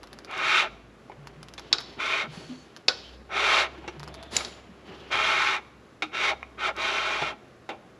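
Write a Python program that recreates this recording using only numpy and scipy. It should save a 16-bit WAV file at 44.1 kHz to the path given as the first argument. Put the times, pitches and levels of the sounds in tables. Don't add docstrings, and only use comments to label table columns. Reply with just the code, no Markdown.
import sys
import numpy as np
from scipy import signal
from scipy.fft import rfft, irfft, next_fast_len
from scipy.io import wavfile
from scipy.ndimage import map_coordinates

SR = 44100
rng = np.random.default_rng(int(sys.argv[2]) if len(sys.argv) > 2 else 0)


def waveform_to_disk(signal):
    frames = np.transpose(np.atleast_2d(signal))
    scaled = np.clip(frames, -1, 1) * 32767
    samples = np.round(scaled).astype(np.int16)
    wavfile.write(sys.argv[1], SR, samples)


N = 352359

# freq_hz, level_db
AIR_SPECTRUM = [(15, -43), (25, -18), (48, -19.5), (82, -11), (122, -5), (164, -9.5), (213, -5),
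                (278, -6.5), (382, -6.5), (599, -11), (991, -19), (1070, -13.5), (14000, -43)]
# time_s, pitch_hz
MACHINE_PITCH = [(0.0, 53.88), (0.87, 54.83), (1.02, 57.1), (4.12, 66.62), (7.28, 62.72), (7.56, 62.1),
                 (7.99, 54.0)]
# time_s, level_db
MACHINE_LEVEL = [(0.06, -60), (0.46, -64.5), (0.5, -77), (0.72, -54.5), (1.08, -66), (1.19, -58.5),
                 (2.62, -64), (2.75, -80.5), (3.13, -51.5), (3.24, -55.5), (4.23, -52), (4.79, -63.5),
                 (5.25, -55.5), (6.16, -72.5), (6.22, -57), (7.3, -57.5), (7.41, -68), (7.99, -74.5)]
# start_s, length_s, rub_db, swish_db
SLEEVE_MOVES = [(-0.04, 0.54, -51, -59.5), (1.03, 0.674, -55, -66.5), (1.58, 0.485, -47, -48.5),
                (2.26, 0.35, -48, -48), (2.56, 0.32, -57.5, -57.5), (2.93, 0.258, -54.5, -46),
                (3.66, 0.82, -47, -57), (4.3, 0.344, -47, -49.5), (4.6, 0.375, -53.5, -61),
                (4.84, 0.524, -45, -48)]
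# freq_hz, level_db
RUB_SPECTRUM = [(40, -38.5), (90, -5), (150, -5), (270, -4.5), (380, 2.5), (480, -6), (800, -7),
                (1500, -13), (3000, -14.5), (8000, -70)]
# freq_hz, level_db
SWISH_SPECTRUM = [(500, -31.5), (1400, -3), (2200, -3), (3200, 4), (3800, 0.5), (4600, -1.5), (7000, -15.5),
                  (10000, -27), (14000, -23.5)]
# start_s, rise_s, level_db, t60_s
HAND_SCUFFS = [(2.306, 0.025, -48, 1.13), (4.305, 0.0632, -31.5, .41)]
# freq_hz, level_db
SCUFF_SPECTRUM = [(100, -7.5), (600, -0.5), (2200, -4.5), (4500, -3), (7000, -13), (10000, -12.5),
                  (14000, -33)]
# start_s, level_db, rebound_count
DRY_TICKS = [(0.032, -34.5, 1), (0.0722, -39, 0), (0.1305, -32.5, 0), (0.1883, -33.5, 0), (0.2474, -33, 0),
             (0.311, -32.5, 0), (0.3783, -31, 0), (0.4664, -37.5, 0), (1.272, -31, 0), (1.4299, -30.5, 0),
             (1.485, -32, 0), (1.5381, -32, 0), (1.5954, -30.5, 0), (1.8043, -31, 1), (2.7644, -32.5, 1),
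             (3.9965, -32.5, 1), (4.0312, -32, 2), (4.0771, -32.5, 1), (4.142, -32.5, 2), (4.228, -32.5, 1),
             (6.765, -33, 0)]
# freq_hz, level_db
TICK_SPECTRUM = [(300, -16), (1000, 7), (2500, -3.5), (5000, 2), (8000, -13), (11000, -11.5),
                 (15000, -20.5)]
# start_s, attack_s, hold_s, release_s, bite_db, end_db (level as the hold
# begins and ends), judder_db, end_judder_db (likewise), hollow_db, hiss_db, stall_db (extra judder)
CUTTER_STROKES = [ (0.261, 0.06625, 0.2547, 0.113, -39, -21, -6.5, -17.5, -1, -9.5, 20.5),
                  (1.982, 0.0258, 0.2033, 0.0692, -32, -30, -13.5, -9, -2, -9, 4),
                  (3.287, 0.0795, 0.2326, 0.0892, -29.5, -22.5, -4, -4, -1.5, -8, 2),
                  (5.1, 0.0228, 0.4224, 0.0603, -28.5, -28, -5, -11.5, 0, -8, 2.5),
                  (6.113, 0.0398, 0.1426, 0.055, -33, -26, -11, -8, -4, -9.5, 13),
                  (6.572, 0.0308, 0.07155, 0.0545, -35.5, -29.5, -10.5, -4.5, 1.5, -8, 6.5),
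                  (6.747, 0.0609, 0.475, 0.0708, -30, -34.5, -6, -4, -2, -7.5, 3.5), ]
BAND_EDGES_HZ = [520, 950, 1750, 3600]
SPEED_EXPONENTS = [0.6, 0.802, 1.1, 1.4, 2.0]
PUSH_SLOPES = [0.349, 0.6, 0.85, 1.0, 1.22]
# freq_hz, level_db
CHIP_SPECTRUM = [(130, -22.5), (280, -26), (450, -19), (1100, -14.5), (2400, -12), (3800, -15), (5500, -26),
                 (7500, -32.5), (10000, -39), (14000, -55)]
# pitch_hz, width_hz (45 at least is used), lift_db
BLOCK_MODES = [(383.6, 80, 19), (531, 76, 7.5), (647, 31, 13.5), (768.6, 52, 13.5), (839, 8.3, 14.5),
               (988, 23, 5.5), (1081.1, 27, 12), (1260, 56, 11.5), (1357.8, 41, 16.5), (1485, 20, 10.5),
               (1676, 26, 6.5), (1720, 49, 0), (1880.7, 48, 8.5), (2221, 163.6, 17), (2424, 63, 14),
               (2520.4, 35, 9.5), (2640, 66, 3.5), (2752.4, 49, 12.5), (3000, 22, 0.5), (3179, 164, 8),
               (3480, 60, 5.5), (3718, 100, 7.5), (4355, 18, -11), (5763, 150, 3), (6290, 217, -1.5),
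               (7280, 196, -20)]
# start_s, level_db, low_db, high_db, t60_s
TOOL_KNOCKS = [(1.098, -48, 11, -24.5, 0.08), (1.118, -41.5, -0.5, -15, 0.05),
               (1.579, -30.5, -13.5, -2.5, 0.0545), (3.842, -41, 2, -28.5, 0.054),
               (3.878, -27.5, 1, -6, 0.0687), (4.406, -28, -7.5, -18.5, 0.062),
               (6.022, -17.5, -9, -9, 0.0894), (6.429, -19, -18, -24.5, 0.00545),
               (7.218, -22, 2.5, -13, 0.11), (7.691, -28, 0.5, -9, 0.097), (7.703, -36.5, 7, -19.5, 0.166)]
# start_s, level_db, pitch_hz, t60_s
HAND_BUMPS = [(1.169, -48, 142.4, 0.67), (1.36, -48, 150.5, 0.505), (2.236, -39, 221.4, 0.178),
              (2.275, -38.5, 153.9, 0.212), (2.373, -23.5, 173, 0.041), (2.438, -49.5, 157.5, 0.68),
              (2.491, -33.5, 254.9, 0.28), (3.779, -34.5, 322.8, 0.081), (3.882, -27, 360.3, 0.0563),
              (3.965, -44, 145.6, 0.75), (4.691, -40.5, 196.7, 0.172), (4.881, -36.5, 189.4, 0.116),
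              (6.024, -34.5, 308, 0.194), (7.217, -33.5, 147.3, 0.095), (7.697, -31, 336, 0.1)]
# start_s, level_db, knock_db (into the block), hardness_db (treble lift)
HANDLE_CLACKS = [(1.728, -7.5, -16.5, 0), (1.7834, -24.5, -9.5, -8), (2.8816, -11.5, -8.5, 3),
                 (2.8839, -7, -25.5, -13), (4.366, -11.5, -28.5, 17), (4.4479, -23.5, -14.5, 0.5)]
# pitch_hz, width_hz (280 at least is used), level_db
STEEL_MODES = [(2400, 440, -4), (3370, 250, -7.5), (3840, 170, 3), (4500, 250, 5), (4930, 300, 1.5),
               (5260, 350, -2.5), (6984, 530, -8)]
# freq_hz, level_db
STRIKE_SPECTRUM = [(100, -19), (900, -7), (5500, -2), (6300, -4.5), (9000, -10.5), (14000, -16.5)]
# freq_hz, level_db
WAKE_SPECTRUM = [(300, -8.5), (1400, -5), (2200, -13.5), (3300, 4), (4500, 3.5), (5800, -4.5), (7500, -19),
                 (12000, -36)]
# start_s, length_s, pitch_hz, width_hz, level_db
STEEL_WHISPERS = [(1.76, 0.188, 4160, 700, -58.5), (2.329, 0.336, 4453, 130, -60),
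                  (2.32, 0.364, 6450, 1800, -65.5), (3.02, 0.1, 3150, 281, -49.5),
                  (3.294, 0.299, 5780, 70, -56), (4.073, 0.247, 657, 60.6, -53.5),
                  (4.093, 0.35, 3530, 600, -58.5), (4.846, 0.31, 2986, 489, -61.5)]
# freq_hz, t60_s
HALL_DECAY = [(150, 0.6), (1000, 0.654), (4000, 0.707), (12000, 0.49)]
# freq_hz, level_db
HALL_SPECTRUM = [(200, -2), (700, 8), (1500, -0.5), (3000, -1), (6000, 2), (12000, -11)]
# freq_hz, gain_db
MIC_RESPONSE = [(20, -2.5), (40, 2), (7500, 0), (8750, -8), (9050, -16), (9400, -5), (10000, -3),
                (10700, 4), (11150, -2), (11700, -10), (13400, -3), (14200, -15.5), (16000, -13)]
# freq_hz, phase_db (re 1 radian, opposite in left and right)
TREBLE_SPREAD = [(1500, -68.5), (2800, -61), (5000, -34), (8000, -21.5), (11000, -17), (13000, -4)]

MOVE_RISE_S, MOVE_FALL_S = 0.045, 0.062


def amp(db):
    return 10 ** (np.asarray(db) / 20)


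def unit(x):
    return x / np.sqrt(np.mean(x ** 2) + 1e-20)


def along(points, hz):
    freqs, values = np.transpose(points)
    return np.interp(np.log(hz + 1), np.log(freqs + 1), values)


def shape(points):
    return lambda hz: amp(along(points, hz))


def wobble(rate, size):
    knots = rng.standard_normal(int(size * rate / SR) + 4)
    fine = np.arange(0, len(knots) - 1, 1 / 8)
    return np.interp(np.arange(size) * rate / SR, fine, map_coordinates(knots, [fine]))


def colour(x, gain):
    size = 8192
    log_gain = np.log(np.maximum(unit(gain(np.fft.rfftfreq(size, 1 / SR))), 1e-6))
    cepstrum = irfft(log_gain, size)
    cepstrum[1:size // 2] *= 2
    cepstrum[size // 2 + 1:] = 0
    return signal.oaconvolve(x, irfft(np.exp(rfft(cepstrum)), size))[:len(x)]


def resonance(hz, pitch_hz, width_hz):
    return 1 / (1 + (2 * (hz - pitch_hz) / width_hz) ** 2)


def add(track, start_s, sound):
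    part = track[max(round(start_s * SR), 0):][:len(sound)]
    part += sound[:len(part)]


def swell(length, rise, fall):
    t = np.arange(int(length * SR)) / SR
    return t, np.clip(np.minimum(t / rise, (length - t) / fall), 0, 1)


def burst(t60):
    t = np.arange(SR // 3) / SR
    return rng.choice([-1., 1.], len(t)) * amp(-60 * t / t60)


def room_tone(air_db=-54, hum_trim_db=-1):
    t = np.arange(N) / SR
    pitch_hz = np.interp(t, *np.transpose(MACHINE_PITCH)) + 1.2 * wobble(11, N)
    hum_db = np.interp(t, *np.transpose(MACHINE_LEVEL)) + hum_trim_db + 1.7 * wobble(10, N)
    hum = amp(hum_db) * np.sqrt(2) * np.sin(2 * np.pi * np.cumsum(pitch_hz) / SR)
    air_gain = amp(air_db + 0.45 * wobble(9.9, N))
    return hum + air_gain * unit(colour(rng.standard_normal(N), shape(AIR_SPECTRUM)))


def friction(spectrum, size, flutter_db, rate):
    return unit(colour(rng.standard_normal(size), shape(spectrum)) * amp(flutter_db * wobble(rate, size)))


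def sleeves_and_palms(rub_trim_db=-3.0, swish_trim_db=-7.5, sag_db_per_s=2.5):
    out = np.zeros(N)
    for start, length, rub_db, swish_db in SLEEVE_MOVES:
        t, motion = swell(length, MOVE_RISE_S, MOVE_FALL_S)
        rub = amp(rub_db + rub_trim_db) * friction(RUB_SPECTRUM, len(t), flutter_db=3.09, rate=45)
        swish = amp(swish_db + swish_trim_db) * friction(SWISH_SPECTRUM, len(t), flutter_db=2.24, rate=71)
        add(out, start, motion * amp(-sag_db_per_s * t) * (rub + swish))
    for start, rise, level_db, t60 in HAND_SCUFFS:
        t, motion = swell(t60, rise, MOVE_FALL_S)
        scuff = friction(SCUFF_SPECTRUM, len(t), flutter_db=1.0, rate=310)
        add(out, start, motion * amp(level_db - 60 * np.maximum(t - rise, 0) / t60) * scuff)
    return out


def ticks(tail_db=-13, rebound_s=0.0063, rebound_loss_db=5):
    out = np.zeros(N)
    for start, level_db, rebounds in DRY_TICKS:
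        for k in range(round(rebounds) + 1):
            snap = colour(burst(t60=0.004) + amp(tail_db) * burst(t60=0.04), shape(TICK_SPECTRUM))
            add(out, start + k * rebound_s, amp(level_db + 1 - k * rebound_loss_db) * snap)
    return out


def crumble(size, fractures_per_s=16000, slip_db=0.1668, slip_rate=70, grit_db=0.82, grit_rate=400):
    cracks = (rng.random(size) < fractures_per_s / SR) * rng.standard_normal(size)
    return unit(cracks * amp(slip_db * wobble(slip_rate, size) + grit_db * wobble(grit_rate, size)))


def engine_block(force, band_gains, vary_db):
    grid = np.arange(0, SR / 2, 5)
    lift = sum(amp(db + vary_db * rng.standard_normal()) ** 2 * resonance(grid, pitch, max(width, 45))
               for pitch, width, db in BLOCK_MODES)
    body = shape(CHIP_SPECTRUM)(grid) * np.sqrt(1 + lift)
    body *= shape([(50, -18), (130, 0)])(grid)
    ring = colour(force, lambda hz: np.interp(hz, grid, body))
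    lowpasses = [1 / (1 + (grid / edge) ** 12) for edge in BAND_EDGES_HZ]
    band_masks = np.diff([np.zeros_like(grid), *lowpasses, np.ones_like(grid)], axis=0)
    size = next_fast_len(len(force) + 2048)
    spectrum, hz = rfft(ring, size), np.fft.rfftfreq(size, 1 / SR)
    out = np.zeros(len(force))
    for gain, mask in zip(band_gains, band_masks):
        band = irfft(spectrum * np.interp(hz, grid, mask), size)[:len(force)]
        equal_power = np.linalg.norm(body) / np.linalg.norm(body * mask)
        out += gain * equal_power * band
    return out


def cutter(usual_db=-34, arch_db=1.23, uneven_db=0.7342, catch_db=-0.16, stall_at=0.578, stall_s=0.028):
    out = np.zeros(N)
    for (start, attack, hold, release, bite_db, end_db,
         judder_db, end_judder_db, hollow_db, hiss_db, stall_db) in CUTTER_STROKES:
        t, speed = swell(attack + hold + release, attack, release)
        progress = np.clip((t - attack) / hold, 0, 1)
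        push_db = bite_db + (end_db - bite_db) * progress
        push_db += arch_db * np.sin(np.pi * progress)
        push_db += uneven_db * wobble(30, len(t))
        stall = np.exp(-((t - attack - hold - stall_at * release) / stall_s) ** 2)
        shake_db = judder_db + (end_judder_db - judder_db) * progress + stall_db * stall
        thud_db = -13 + 0.16 * shake_db
        bands_db = [thud_db, shake_db - 4, hollow_db - 1, -2, hiss_db - 2]
        gains = []
        for exponent, slope, band_db in zip(SPEED_EXPONENTS, PUSH_SLOPES, bands_db):
            flare_db = catch_db * wobble(26, len(t))
            level_db = usual_db + slope * (push_db - usual_db) + band_db + flare_db
            gains.append(speed ** exponent * amp(level_db))
        first, last = [engine_block(crumble(len(t)), gains, vary_db=2.5) for _ in range(2)]
        travel = np.linspace(0, np.pi / 2, len(t))
        add(out, start, np.cos(travel) * first + np.sin(travel) * last)
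    return out


def tool_knocks(trim_db=-5.5, thud_db=-6, hollow_db=-3, bite_db=-3):
    out = np.zeros(N)
    for start, level_db, low_db, high_db, t60 in TOOL_KNOCKS:
        gains = amp([low_db + thud_db, low_db, hollow_db, bite_db, high_db])
        add(out, start, amp(level_db + trim_db) * engine_block(burst(t60), gains, vary_db=5.5))
    return out


def hand_bumps(rise_s=0.01):
    out, t = np.zeros(N), np.arange(SR // 2) / SR
    for start, level_db, pitch_hz, t60 in HAND_BUMPS:
        envelope = (1 - np.exp(-t / rise_s)) * amp(level_db + 3 - 60 * t / t60)
        ring = np.sin(2 * np.pi * pitch_hz * t + 0.55 * wobble(70, len(t)))
        add(out, start, envelope * ring)
    return out


def handle_clacks(ring_db=-17, wake_db=-30, treble_hz=6200):
    out = np.zeros(N)
    for start, level_db, knock_db, hardness_db in HANDLE_CLACKS:
        def steel(hz):
            modes = sum(amp(db) ** 2 * resonance(hz, pitch, max(width, 280))
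                        for pitch, width, db in STEEL_MODES)
            treble = 1 / (1 + np.exp((treble_hz - hz) / 300))
            return np.sqrt(modes) * amp(hardness_db * treble + along(STRIKE_SPECTRUM, hz))
        strike = colour(burst(t60=0.02) + amp(ring_db) * burst(t60=0.077), steel)
        knock = engine_block(burst(t60=0.15), amp([-14.5, -14, -8, -22.5, -13]), vary_db=4.0)
        wake = colour(burst(t60=0.35), shape(WAKE_SPECTRUM))
        add(out, start, amp(level_db) * (strike + amp(knock_db) * knock + amp(wake_db) * wake))
    return out


def rubbed_steel():
    out = np.zeros(N)
    for start, length, pitch_hz, width_hz, level_db in STEEL_WHISPERS:
        t, motion = swell(length, MOVE_RISE_S, MOVE_FALL_S)
        note = colour(rng.standard_normal(len(t)), lambda hz: resonance(hz, pitch_hz, width_hz))
        add(out, start, motion * amp(level_db) * unit(note))
    return out


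def shop_echo(x, near_db, far_db):
    hz, t, noise = signal.stft(rng.standard_normal(SR), SR, nperseg=256)
    decay = amp(-60 * t / along(HALL_DECAY, hz)[:, None])
    tail = colour(signal.istft(noise * decay, SR, nperseg=256)[1], shape(HALL_SPECTRUM))
    near = burst(t60=0.057)
    response = np.zeros(SR)
    add(response, 0.003, amp(near_db) * near / np.linalg.norm(near))
    add(response, 0.012, amp(far_db) * tail / np.linalg.norm(tail))
    return signal.fftconvolve(x, response)[:N]


def scene(side_noise_db=-77, hiss_db=-89):
    rasp = cutter()
    hits = tool_knocks() + handle_clacks() + ticks() + hand_bumps()
    echoes = shop_echo(rasp, near_db=-10, far_db=-26) + shop_echo(hits, near_db=-12, far_db=-23)
    side_noise = np.array([colour(x, shape(AIR_SPECTRUM)) for x in rng.standard_normal((2, N))])
    centre = rasp + hits + echoes + sleeves_and_palms() + rubbed_steel() + room_tone()
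    return centre + amp(side_noise_db) * side_noise + amp(hiss_db) * rng.standard_normal((2, N))


def record(dry):
    top_hz = 15600
    size = next_fast_len(N + SR // 2)
    hz = np.fft.rfftfreq(size, 1 / SR)
    port = shape(MIC_RESPONSE)
    port_gain = np.sqrt(np.mean(port(hz) ** 2))
    ported = port_gain * np.array([colour(x, port) for x in dry])
    spread = np.exp(1j * np.outer([1, -1], shape(TREBLE_SPREAD)(hz)))
    return irfft(rfft(ported, size) * spread * (hz < top_hz), size)[:, :N]


dry = scene()
out = record(dry)
waveform_to_disk(out)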